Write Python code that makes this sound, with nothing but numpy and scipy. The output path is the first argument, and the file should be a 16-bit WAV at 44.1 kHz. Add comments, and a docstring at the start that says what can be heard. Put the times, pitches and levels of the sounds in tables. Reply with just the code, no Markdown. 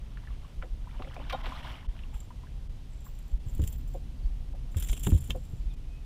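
"""A fish thrashes at the surface of a lake as an angler lands it on a small boat.
Each stroke slaps the water, throws spray and traps air, which rings as bubbles; wavelets lap and gulp
at the hull. Blows excite the modes of the hollow deck, tackle clacks, soles scuff, and a jacket rustles
close by through stick-slip friction. Wind eddies rumble on the microphone over a soft open-air hiss,
and birds call faintly from the shore."""
import sys
import numpy as np
from scipy import signal
from scipy.fft import rfft, irfft, next_fast_len
from scipy.io import wavfile
from scipy.ndimage import uniform_filter1d, map_coordinates

SR = 44100
rng = np.random.default_rng(int(sys.argv[2]) if len(sys.argv) > 2 else 0)


def inscribe(sig):
    """Save sig as 16-bit PCM at rate SR to the path in sys.argv[1].

    A 1-D sig is mono; a 2-D sig holds one channel per row.
    Samples are clipped to [-1, 1] before scaling.
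    """
    pcm = np.round(np.clip(np.atleast_2d(sig).T, -1, 1) * 32767)
    wavfile.write(sys.argv[1], SR, pcm.astype(np.int16))


N = 266805
SPLASH_RISE_S = 0.0012


def amp(db):
    """Decibels to amplitude gain."""
    return 10 ** (np.asarray(db) / 20)


def unit(x):
    """Scale to rms 1."""
    return x / np.sqrt(np.mean(x ** 2) + 1e-20)


def clock(seconds):
    """Sample times from zero."""
    return np.arange(int(seconds * SR)) / SR


def curve(rows):
    """Level per sample through (time [s], level [dB]) points, silent outside their span."""
    s, db = np.transpose(rows)
    return np.interp(np.arange(N) / SR, s, db, left=-120, right=-120)


def swell(s, hold, rise, t60):
    """Envelope that rises from time s, holds until s + hold and decays exponentially."""
    t = np.arange(N) / SR - s
    return np.clip(t / rise, 0, 1) * amp(-60 * np.maximum(t - hold, 0) / t60)


def wobble(rate):
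    """Smooth random modulation with rate knots a second."""
    knots = rng.standard_normal(int(N * rate / SR) + 4)
    return map_coordinates(knots, [np.arange(N) * rate / SR])


def filtered(x, response):
    """Linear filter: the spectrum of x times a frequency response."""
    size = next_fast_len(len(x) + 8192)
    return irfft(rfft(x, size) * response(np.fft.rfftfreq(size, 1 / SR)), size)[:len(x)]


def coloured(x, response):
    """Linear filter scaled to conserve the power of white noise."""
    power = np.mean(np.abs(response(np.fft.rfftfreq(4096, 1 / SR))) ** 2)
    return filtered(x, response) / np.sqrt(power)


def spectrum(points):
    """Response through (frequency [Hz], level [dB]) points on a logarithmic frequency axis."""
    hz, db = np.transpose(points)
    return lambda f: amp(np.interp(np.log(f + 1), np.log(hz + 1), db))


def band(hz, width):
    """Response of two identical damped resonators in cascade, each width Hz wide."""
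    return lambda f: (1j * f * width / (hz * hz - f * f + 1j * f * width)) ** 2


def dull(x, cutoff_hz=3900, order=7):
    """Low-pass filter that takes the top off an impact."""
    return filtered(x, lambda f: 1 / np.sqrt(1 + (f / cutoff_hz) ** (2 * order)))


def patchy(x, depth_db):
    """Random modulation in time and frequency, in patches of about 1 kHz by 15 ms."""
    bins = signal.stft(x, nperseg=256)[2]
    field = uniform_filter1d(rng.standard_normal(bins.shape), size=6, axis=0)
    field = uniform_filter1d(field, size=5, axis=1)
    return signal.istft(bins * unit(amp(depth_db * unit(field))), nperseg=256)[1][:N]


def add(track, s, sound):
    """Superpose a sound on the track at time s."""
    start = max(round(s * SR), 0)
    track[start:start + len(sound)] += sound[:max(N - start, 0)]


def ticks(rate, spread_db):
    """Shot noise: random impulses of uneven size, rate a second, rms 1."""
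    impulses = (rng.random(N) < rate / SR) * rng.choice([-1, 1], N)
    return unit(impulses * amp(spread_db * rng.random(N)))


def puff(t, rise, t60):
    """Noise transient with a smooth onset and an exponential decay."""
    envelope = (1 - np.exp(-t / rise)) ** 2 * amp(-60 * t / t60)
    return 0.26 * rng.standard_normal(len(t)) * envelope / envelope.max()


def burst(hz, width, t60):
    """Impact: an impulse and decaying noise excite one broad resonance."""
    t = clock(.2)
    noise = rng.standard_normal(len(t)) * amp(-60 * t / t60) * (1 - np.exp(-t / 0.0015))
    push = filtered(signal.unit_impulse(len(t), round(.0012 * SR)), band(hz, width))
    return 0.53 * coloured(noise, band(hz, width)) + 0.5 * push / np.abs(push).max()


def boom(hz, cycles):
    """Heavily damped pressure pulse whose envelope peaks after the given cycles."""
    t = clock(.3)
    age = t * hz / cycles
    return (age * np.exp(1 - age)) ** 2 * np.sin(2 * np.pi * hz * t)


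def damped_tone(t, hz, cycles, rise):
    """Damped oscillation whose pitch rises, as a bubble's does when it nears the surface."""
    age = t * hz / cycles
    phase = 2 * np.pi * cycles * (age + rise * (age - 1 + np.exp(-age)))
    return np.sin(phase) * np.exp(-age) * (1 - np.exp(-t * hz))


def cloud(count, low_hz, high_hz, cycles, spread_db):
    """Incoherent sum of bubbles of random onset, pitch and strength, rms 1."""
    t = clock(0.054)
    when, pitch, size = rng.random((count, 3)).T
    hz = low_hz * (high_hz / low_hz) ** pitch
    rings = (amp(spread_db * size ** 3) * hz)[:, None] * damped_tone(t, hz[:, None], cycles, rise=0.161)
    index = (when * N).astype(int)[:, None] + np.arange(len(t))
    return unit(np.bincount(index.ravel(), rings.ravel(), N)[:N])


def wind():
    """Turbulence: passing eddies press on the microphone in quick, low lumps."""
    # spectrum of the turbulence (frequency [Hz], level [dB])
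    rumble = [(10, -17.5), (18, -6.5), (32, 0.5), (50, -5), (80, -14), (100, -20), (125, -15.5), (180, -27),
              (260, -30.5), (340, -40), (480, -62.5), (900, -70)]
    # strength of the wind (time [s], level [dB])
    strength = [(0, -38.5), (1.3, -38.5), (2.1, -37), (3.1, -39), (3.55, -34), (4.5, -36), (5.1, -33),
                (6.05, -38.5)]
    # single eddies striking (time [s], level [dB])
    buffets = [(0.302, -26), (0.574, -24.5), (0.718, -29), (1.875, -26.5), (2.142, -27), (3.325, -18),
               (4.241, -19), (4.894, -18.5), (5.594, -22.5), (5.654, -22)]
    eddies = coloured(rng.standard_normal(N), spectrum(rumble))
    level_db = np.interp(np.arange(N) / SR, *np.transpose(strength))
    out = unit(eddies * amp(0.65 * wobble(18))) * amp(level_db)
    for s, db in buffets:
        add(out, s, amp(db) * boom(hz=37.2, cycles=0.58))
    return out


def air():
    """Ambient noise: a nearly steady broadband hiss with a faint narrowband whine."""
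    # spectrum of the open air (frequency [Hz], level [dB])
    ambience = [(100, 1.5), (400, 3), (800, -2), (1500, -9.5), (2300, -8.5), (3100, -7), (4200, -11.5),
                (6000, -14.5), (8000, -19.5), (11000, -21.5), (15500, -31)]
    hiss = unit(coloured(rng.standard_normal(N), spectrum(ambience))) * amp(.4 * wobble(5))
    whine = unit(filtered(rng.standard_normal(N), band(hz=8550, width=120)))
    return amp(-61) * hiss + amp(-88) * whine


def churn():
    """Bubble pitch falls with size: in stirred water big ones gurgle, small ones fizz, and drops patter."""
    # spectrum of stirred water (frequency [Hz], level [dB])
    water_colour = [(120, -40), (250, 8), (400, -13), (650, 5), (1100, 0), (1700, -5.5), (2200, -3),
                    (2550, -5.5), (3100, 0), (3700, -6.5), (4300, -12.5), (5700, -15), (6600, -36),
                    (11500, -26), (15500, -33)]
    # water heaved up by the fish (time [s], level [dB], t60 [s])
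    heaves = [(.992, -43.5, 0.19), (1.042, -52, 0.28), (1.16, -43, 0.38), (1.325, -35, 0.12),
              (1.45, -41.5, 0.25)]
    # stirring around the boat (time [s], level [dB])
    stirring = [(0, -70.5), (.33, -65.5), (.7, -80), (.95, -62), (1.35, -56), (1.95, -64), (2.7, -86)]
    water = spectrum(water_colour)
    fizz = cloud(count=2800, low_hz=783, high_hz=4190, cycles=8.2, spread_db=12)
    fizz = unit(filtered(fizz, water))
    drops = coloured(ticks(rate=700, spread_db=16), water)
    foam = coloured(rng.standard_normal(N), water)
    patter = patchy(.52 * fizz + .5 * drops + .76 * foam, depth_db=1.5) * amp(1.2 * wobble(30))
    droplets = coloured(ticks(rate=1400, spread_db=18), band(hz=6000, width=7000))
    droplets = patchy(droplets, depth_db=3)
    drips = cloud(count=450, low_hz=850, high_hz=3400, cycles=4, spread_db=6)
    drips = unit(filtered(drips, lambda f: 1 / (1 + f / 700)))
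    plops = cloud(count=900, low_hz=700, high_hz=2100, cycles=3.5, spread_db=8)
    plops = unit(filtered(plops, lambda f: 1 / (1 + f / 500)))
    gurgle = cloud(count=1100, low_hz=182, high_hz=857, cycles=2.7, spread_db=10)
    gurgle = unit(filtered(gurgle, lambda f: water(f) ** 0.37 / (1 + f / 300)))
    patch = amp(-49.5) * swell(1.241, hold=0.48, rise=0.24, t60=0.5)  # churned water foams and settles
    heave = sum(amp(db) * swell(s, hold=0.014, rise=0.014, t60=t60) for s, db, t60 in heaves)
    ripple = amp(curve(stirring))
    return (patter * np.hypot(patch, ripple) + (amp(-19.5) * droplets + amp(-5) * plops) * patch
            + amp(-2.5) * (drips * ripple + gurgle * heave))


def laps():
    """Liquid impact: a wavelet slaps the hull, then washes off more softly."""
    # wavelets (time [s], level [dB], centre frequency [Hz])
    wavelets = [(.172, -35.5, 1600), (0.236, -42, 1280), (.274, -52, 1700), (0.618, -39, 1380),
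                (0.624, -26, 1490), (1.963, -45, 1470), (1.99, -37.5, 2550)]
    out = np.zeros(N)
    for s, db, hz in wavelets:
        slap = burst(hz, width=0.75 * hz, t60=0.016)
        wash = amp(-17) * burst(hz, width=hz, t60=0.082)
        add(out, s, amp(db - 1) * (slap + wash))
    return dull(out)


def hull_scatter(x):
    """Scattering: the boat's sides and the water add a short, weak tail to the direct sound."""
    t = clock(.08)
    tail = rng.standard_normal(len(t)) * amp(-60 * t / 0.059) * (t > .003)
    return x + amp(-10) * signal.fftconvolve(x, tail / np.linalg.norm(tail))[:N]


def bubbles():
    """Bubble resonance: a small splash traps air, which rings as a spring against the water's mass."""
    # single bubbles (time [s], level [dB], frequency [Hz])
    trapped_air = [(0.273, -36, 1740), (.304, -44, 1140), (0.447, -40.5, 1100), (0.872, -35.5, 970),
                   (.959, -39, 940), (.996, -33.5, 584), (0.994, -43, 268), (1.008, -38, 770),
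                   (1.05, -39, 610), (1.072, -39, 537), (1.185, -38, 258), (1.198, -35, 1040),
                   (1.199, -36, 580), (1.307, -26, 1174), (1.3245, -32, 695), (1.344, -18.5, 782),
                   (1.446, -32, 1000), (1.495, -41, 910), (1.521, -26.5, 1025), (1.562, -32, 1250),
                   (1.647, -31, 980), (1.845, -40.5, 970), (2.04, -49, 1130), (2.13, -43, 866),
                   (2.142, -43, 1270), (2.16, -44, 820), (2.305, -35, 972), (2.435, -39.5, 1010),
                   (2.47, -44.5, 1600), (3.066, -39.5, 1070), (3.064, -45, 1620)]
    rings, splashes, t = np.zeros(N), np.zeros(N), clock(.1)
    for s, db, hz in trapped_air:
        add(rings, s, amp(db - 3.5) * damped_tone(t, hz, cycles=4.3, rise=0.01))
        splash = coloured(puff(t, SPLASH_RISE_S, t60=0.046), band(1.22 * hz, 0.67 * hz))
        add(splashes, s, amp(db - 12.5) * splash)
    return rings + dull(splashes)


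def gulps():
    """Air-pocket resonance: air shut against the hull gurgles and sinks in pitch as water sloshes out."""
    # air pockets (time [s], level [dB], final frequency [Hz], initial excess of frequency [fraction])
    pockets = [(.628, -41.5, 494, 0.17), (3.943, -36.5, 473, 0.44), (4.533, -47.5, 578, 0.4),
               (5.346, -35.5, 506, 0.053)]
    out, t = np.zeros(N), clock(.15)
    envelope = (t / 0.012 * np.exp(1 - t / 0.0095)) ** 1.2
    for s, db, hz, excess in pockets:
        phase = 2 * np.pi * np.cumsum(hz * (1 + excess * np.exp(-t / 0.01))) / SR
        tremble = 1.14 * wobble(401)[:len(t)]  # the pocket's shape trembles
        flutter = amp(1.8 * wobble(310)[:len(t)])
        add(out, s, amp(db - 1) * envelope * flutter * np.sin(phase + tremble))
        slosh = coloured(puff(t, rise=0.0033, t60=0.074), band(1.4 * hz, 0.73 * hz))
        add(out, s, amp(db - 5) * slosh)
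    return out


def thrashes():
    """Impact on a free surface: the fish smacks, slaps and throws spray; harder strokes last longer."""
    # strokes of the fish (time [s], level [dB], centre frequency [Hz], spray level [dB])
    strokes = [(0.994, -33, 650, -60), (1.021, -31, 2300, -43), (1.14, -37, 3000, -37.5),
               (1.164, -38, 1690, -60), (1.296, -20.5, 2310, -29.5), (1.304, -26.5, 2900, -39),
               (1.3235, -22, 3100, -28), (1.4434, -26.5, 1100, -58), (1.457, -21.5, 2300, -45),
               (1.463, -27.5, 700, -38)]
    # spectrum of fine spray (frequency [Hz], level [dB])
    spray_colour = [(800, -14), (2500, -6), (4500, -0.5), (5700, -1), (6800, -13), (10000, -12),
                    (15500, -15)]
    hard_db, hard_t60_s = -23.5, 0.045  # a hard stroke and its decay
    slaps, sprays, t = np.zeros(N), np.zeros(N), clock(.1)
    for s, db, hz, spray_db in strokes:
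        slap = puff(t, SPLASH_RISE_S, t60=hard_t60_s * np.exp(.08 * (db - hard_db)))
        add(slaps, s, amp(db - 4) * coloured(slap, band(hz, 1.8 * hz)))
        add(slaps, s, amp(db - 3) * burst(hz, width=1.8 * hz, t60=0.0053))  # smack of first contact
        spray = coloured(puff(t, rise=0.0027, t60=0.025), spectrum(spray_colour))
        add(sprays, s, amp(spray_db - 7.5) * spray)
    return dull(slaps) + sprays


def plips():
    """Drop impact: each drop excites one short, bright, damped ring that bends upwards."""
    # drops on the surface (time [s], level [dB], starting frequency [Hz])
    drops = [(1.0015, -38, 900), (1.0216, -35, 1120), (1.022, -44, 2700), (1.046, -43, 2100),
             (1.088, -46, 3080), (1.111, -44, 1310), (1.136, -45, 1780), (1.157, -43, 1130),
             (1.1648, -40, 2380), (1.1655, -34, 757), (1.222, -48, 2870), (1.5123, -46, 1340),
             (1.5492, -40, 1210), (1.598, -43, 2330), (1.6507, -44, 2090), (1.7555, -44, 2380),
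             (2.0363, -43, 2750)]
    rise_s, t60_s, glide = 0.00034, 0.0088, 0.049
    out, t = np.zeros(N), clock(.04)
    envelope = (1 - np.exp(-t / rise_s)) ** 2 * amp(-60 * t / t60_s)
    for s, db, hz in drops:
        phase = 2 * np.pi * np.cumsum(hz * (1 + glide * np.tanh(2 * t / t60_s))) / SR
        add(out, s, amp(db) * envelope / envelope.max() * np.sin(phase))
    return out


def rough_smack():
    """Superposed damped tones: a rough, buzzing smack of several pitches, cut off after about 30 ms."""
    # pitches of the smack (frequency [Hz], level [dB], decay time [cycles])
    pitches = [(520, -37, 11), (820, -37.5, 12), (1056, -33.5, 24), (1420, -39, 33), (3130, -41.5, 75),
               (3500, -50, 64), (3746, -45, 92)]
    start_s, length_s = 1.328, 0.033
    out, t = np.zeros(N), clock(.1)
    gate = 1 / (1 + (t / length_s) ** 16)
    for hz, db, cycles in pitches:
        add(out, start_s, amp(db) * damped_tone(t, hz, cycles, rise=0.0032) * gate)
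    return out


def jacket():
    """Stick-slip friction of threads: a light touch ticks thinly, firm rubbing rasps, a fold snaps."""
    # strokes of the sleeve (time [s], duration [s], level [dB], relative sheen level [dB])
    rubs = [(2.13, .11, -58.5, -20), (3.04, 0.025, -59, -1), (3.14, 0.19, -64.5, -15),
            (3.46, 0.14, -58.5, -14), (3.614, 0.13, -54, -6), (3.747, 0.048, -70, -3),
            (3.873, 0.01, -55.5, -10), (3.933, 0.0083, -58.5, -19), (4.71, 0.035, -55.5, -19),
            (4.77, 0.1, -49.5, -11), (4.881, 0.071, -50, -18), (4.953, 0.095, -55, -16),
            (5.025, 0.085, -48.5, -10), (5.123, 0.2, -54.5, -20), (5.332, 0.26, -61.5, -24)]
    # folds slipping (time [s], level [dB], t60 [s], tilt [dB/octave])
    folds = [(2.139, -41, 0.12, -3), (2.165, -46, .09, 0), (2.203, -38, .04, 0), (3.188, -40, 0.022, 1),
             (3.549, -37, 0.035, 8), (3.580, -35.5, 0.019, 4), (3.594, -40, 0.035, -1),
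             (3.617, -33.5, 0.044, -2.5), (3.638, -27.5, 0.022, 1), (3.644, -35.5, 0.067, -3),
             (3.6757, -20, 0.016, 6), (3.679, -34.5, 0.072, 5), (3.727, -36, .03, 9),
             (4.768, -25.5, 0.031, 3), (4.798, -25, 0.049, 9), (4.823, -23, 0.055, 0.5),
             (4.8956, -25, 0.025, -3.5), (4.901, -27, 0.026, 2), (4.915, -28, 0.049, 10),
             (4.929, -22, 0.035, -2.5), (4.995, -32, 0.055, 6), (5.032, -24.5, 0.061, 3.5),
             (5.069, -24, 0.033, 5), (5.080, -27, 0.031, 7), (5.091, -25.5, 0.044, 12),
             (5.182, -34, 0.046, 3), (5.206, -33.5, 0.063, 8), (5.239, -35.5, 0.089, 4),
             (5.275, -34, .02, 6), (5.298, -32, 0.04, 1)]
    # single threads letting go (time [s], level [dB])
    releases = [(3.006, -44), (3.052, -43), (3.061, -43), (3.150, -50), (3.280, -46), (3.315, -47),
                (3.508, -49), (3.810, -46), (3.880, -57), (5.334, -49), (5.362, -46), (5.43, -50),
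                (5.497, -44), (5.737, -45.5)]
    # spectrum of the cloth (frequency [Hz], level [dB])
    cloth_colour = [(300, 0.5), (1000, -7), (2200, -6), (3300, 3.5), (3800, -3.5), (4300, -15),
                    (5400, -9.5), (6600, -6), (7400, 9), (8200, -9.5), (9600, 0.5), (11000, -11.5),
                    (13000, -3), (15500, -14)]
    cloth = spectrum(cloth_colour)
    snaps, singles, t = np.zeros(N), np.zeros(N), clock(.1)
    jerks = unit(amp(2.8 * np.tanh(wobble(70)) + 3 * np.tanh(wobble(260))))
    strokes = np.array([amp(db) * swell(s, hold, rise=0.006, t60=0.22) for s, hold, db, _ in rubs])
    rub = strokes.sum(0) * jerks
    for s, db, t60, tilt_db in folds:
        tilted = lambda f: cloth(f) * amp(tilt_db * np.log2(1 + f / 1000))
        add(snaps, s, amp(db - 3) * coloured(puff(t, rise=0.014 * t60, t60=t60), tilted))
    for s, db in releases:
        add(singles, s, amp(db - 2) * puff(t, rise=0.0004, t60=0.018))
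    pressure = 1 / (1 + (amp(-55) / rub) ** 2)  # 0 for a light touch, 1 for a firm one
    catches = rub * (1 - .6 * pressure) * (ticks(rate=240, spread_db=16) + .25 * rng.standard_normal(N))
    rasp = rub * pressure * (.8 * ticks(rate=1900, spread_db=24) + .58 * rng.standard_normal(N))
    thread_peaks = lambda f: band(7390, 490)(f) + .27 * band(12200, 1500)(f) + .13 * band(15000, 900)(f)
    thin = coloured(0.3 * catches + singles, thread_peaks)
    sheen_gain = amp(np.array(rubs)[:, 3]) @ strokes
    sheen = coloured(sheen_gain * ticks(rate=440, spread_db=14), band(hz=14700, width=1500))
    return patchy(thin + sheen + snaps + coloured(rasp, cloth), depth_db=3)


def zing():
    """Stick-slip excitation: quick, light slips run together in one narrow, high resonance."""
    # slipping while the fish is lifted (time [s], level [dB])
    slipping = [(2.9, -80), (2.92, -68), (3.0, -70.5), (3.06, -65), (3.12, -74), (3.15, -82)]
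    slips_per_s = 70
    slip_count = np.cumsum(slips_per_s * (1 + .25 * wobble(40))) / SR
    pulses = .1 + np.exp(-6 * (slip_count % 1))
    slips = unit(rng.standard_normal(N) * pulses * amp(4 * wobble(60)))
    return amp(curve(slipping)) * coloured(slips, band(hz=7500, width=520))


def deck_thumps():
    """Modal vibration: soft, heavy blows flex the deck, ring its panels and set the air below booming."""
    # blows (time [s], level [dB], boom [Hz], ring level [dB], knock level [dB], knock [Hz])
    blows = [(3.464, -26, 103, -55, -44, 327), (3.593, -15.5, 63, -38, -26.5, 298),
             (3.625, -18, 87.5, -43.5, -49, 250), (4.76, -16.5, 78, -42, -41, 260),
             (5.062, -22, 85.5, -60, -47, 300), (5.068, -21.5, 165, -31.5, -19, 370),
             (5.084, -28, 168, -38.5, -26, 400), (5.1205, -9.5, 70.4, -32, -28, 310),
             (5.142, -9.5, 70, -43, -37, 340), (5.292, -20.5, 54.5, -43, -40, 387),
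             (5.531, -25, 106, -49, -47, 390)]
    # panel modes (frequency [Hz], level [dB], t60 [s])
    modes = [(119, -6.5, 0.36), (139, 1, 0.3), (168.3, 5.5, 0.2), (203, 6, 0.074), (232, 7.5, 0.065),
             (287, 2, 0.091), (320, -1, 0.11), (400, -4.5, 0.12), (454, -11, 0.15), (532, -7, 0.099)]
    hollow_hz, hollow_t60_s, knock_cycles = 75.6, 0.6, 2.8
    out, t = np.zeros(N), clock(0.42)
    hollow = np.sin(2 * np.pi * hollow_hz * t) * amp(-60 * t / hollow_t60_s)
    hollow *= 1 - np.exp(-t * hollow_hz)
    for s, db, boom_hz, ring_db, knock_db, knock_hz in blows:
        add(out, s, amp(db - 1.5) * boom(boom_hz, cycles=0.67))
        add(out, s, amp(db - 16) * hollow)
        ring = np.zeros(len(t))
        for hz, mode_db, t60 in modes:
            decay = amp(mode_db + rng.normal(0, 1.5) - 60 * t / t60)
            ring += decay * np.sin(2 * np.pi * (hz * t + rng.random()))
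        add(out, s, amp(ring_db - 1) * ring * (1 - np.exp(-t / 0.0045)))
        knock = np.sin(2 * np.pi * knock_hz * t) * np.exp(-t * knock_hz / knock_cycles)
        add(out, s, amp(knock_db - 9.5) * knock)
        add(out, s, amp(knock_db - 10.5) * burst(hz=370, width=300, t60=0.07))
    return out


def deck_clacks():
    """Hard impact: a brief contact with the deck excites a broad band and leaves a faint tail."""
    # contacts (time [s], level [dB], centre frequency [Hz])
    contacts = [(3.597, -41, 700), (4.745, -34, 800), (4.893, -33, 2380), (4.93, -39, 1300),
                (5.0689, -17.5, 900), (5.0701, -28, 3000), (5.119, -34, 1200), (5.301, -30, 700),
                (5.303, -30, 2470)]
    out = np.zeros(N)
    for s, db, hz in contacts:
        add(out, s, amp(db - 3) * burst(hz, width=1300, t60=0.022))
        add(out, s, amp(db - 24) * burst(hz, width=2900, t60=0.056))
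    return dull(out, cutoff_hz=3950, order=8)


def birds():
    """Frequency-modulated tones: falling notes and level whistles waver on their way from the shore."""
    # slurred notes (time [s], duration [s], starting frequency [Hz], level [dB])
    slurs = [(4.175, .03, 4850, -71), (4.225, .035, 4700, -67), (4.252, .026, 4850, -66),
             (5.595, .045, 4900, -71), (5.697, .038, 3880, -60)]
    # thin whistles (time [s], duration [s], frequency [Hz], level [dB])
    whistles = [(5.68, .1, 2490, -67), (5.85, .19, 2525, -66)]
    out = np.zeros(N)
    for notes, fall_hz_per_s in (slurs, 17000), (whistles, 0):
        for s, length, start_hz, db in notes:
            t = clock(length)
            hz = (start_hz - fall_hz_per_s * t) * (1 + 0.015 * wobble(426)[:len(t)])
            envelope = amp(db) * np.sin(np.pi * t / length)
            add(out, s, envelope * np.sin(2 * np.pi * np.cumsum(hz) / SR))
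    return out


def scuffs():
    """Sliding friction: soles drag over the deck in short puffs of high noise."""
    # drags of a sole (time [s], level [dB])
    drags = [(4.886, -40), (4.895, -39), (4.925, -47), (5.031, -43)]
    out, t = np.zeros(N), clock(.08)
    for s, db in drags:
        add(out, s, amp(db) * coloured(puff(t, rise=.002, t60=0.03), band(hz=5900, width=2100)))
    return out


def tackle():
    """Rebound: hard tackle chatters on the boat, each contact cracking and ringing its damped modes."""
    # contacts (time [s], level [dB])
    contacts = [(5.306, 0), (5.30822, -4), (5.3118, -15)]
    # modes of the tackle (frequency [Hz], level [dB], t60 [s])
    modes = [(620, -39, .03), (1080, -41, 0.033), (1880, -43, .012), (2750, -28, 0.0072),
             (3140, -17, 0.0057), (4700, -40, 0.0045), (6400, -38, 0.0085)]
    crack_db, crack_t60_s = -30, 0.0033
    out, t = np.zeros(N), clock(.06)
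    ring = sum(amp(db - 60 * t / t60) * np.sin(2 * np.pi * hz * t) for hz, db, t60 in modes)
    ring *= 1 - np.exp(-t / .0002)
    for s, db in contacts:
        crack = amp(crack_db + db - 60 * t / crack_t60_s) * rng.standard_normal(len(t))
        add(out, s, amp(db) * (ring + crack))
    return out


def scene():
    """Superposition of all sources as heard from the boat, in one channel."""
    surroundings = wind() + air() + birds() + churn()
    splashes = laps() + thrashes() + bubbles() + rough_smack() + plips() + gulps()
    near_hull = hull_scatter(splashes + tackle())
    aboard = deck_thumps() + deck_clacks() + scuffs() + jacket() + zing()
    return (surroundings + near_hull + aboard)[None]


def record(dry):
    """Band-limited output in which the treble dips briefly now and then."""
    # dips of the treble (time [s], gain [dB])
    dips = [(1.425, -8.5), (1.62, -5.5), (1.877, -16.5), (2.685, -12), (3.389, -8), (3.774, -7),
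            (4.541, -7.5), (5.757, -8)]
    crossover_hz, top_hz, dip_half_width_s = 700, 15600, 0.0079
    t = np.arange(N) / SR
    low = filtered(dry[0], lambda f: 1 / (1 + (f / crossover_hz) ** 4))
    treble = dry[0] - low
    dip_db = sum(db * np.exp(-((t - s) / dip_half_width_s) ** 4) for s, db in dips)
    return filtered(low + treble * amp(dip_db), lambda f: f < top_hz)[None]


dry = scene()
out = record(dry)
inscribe(out)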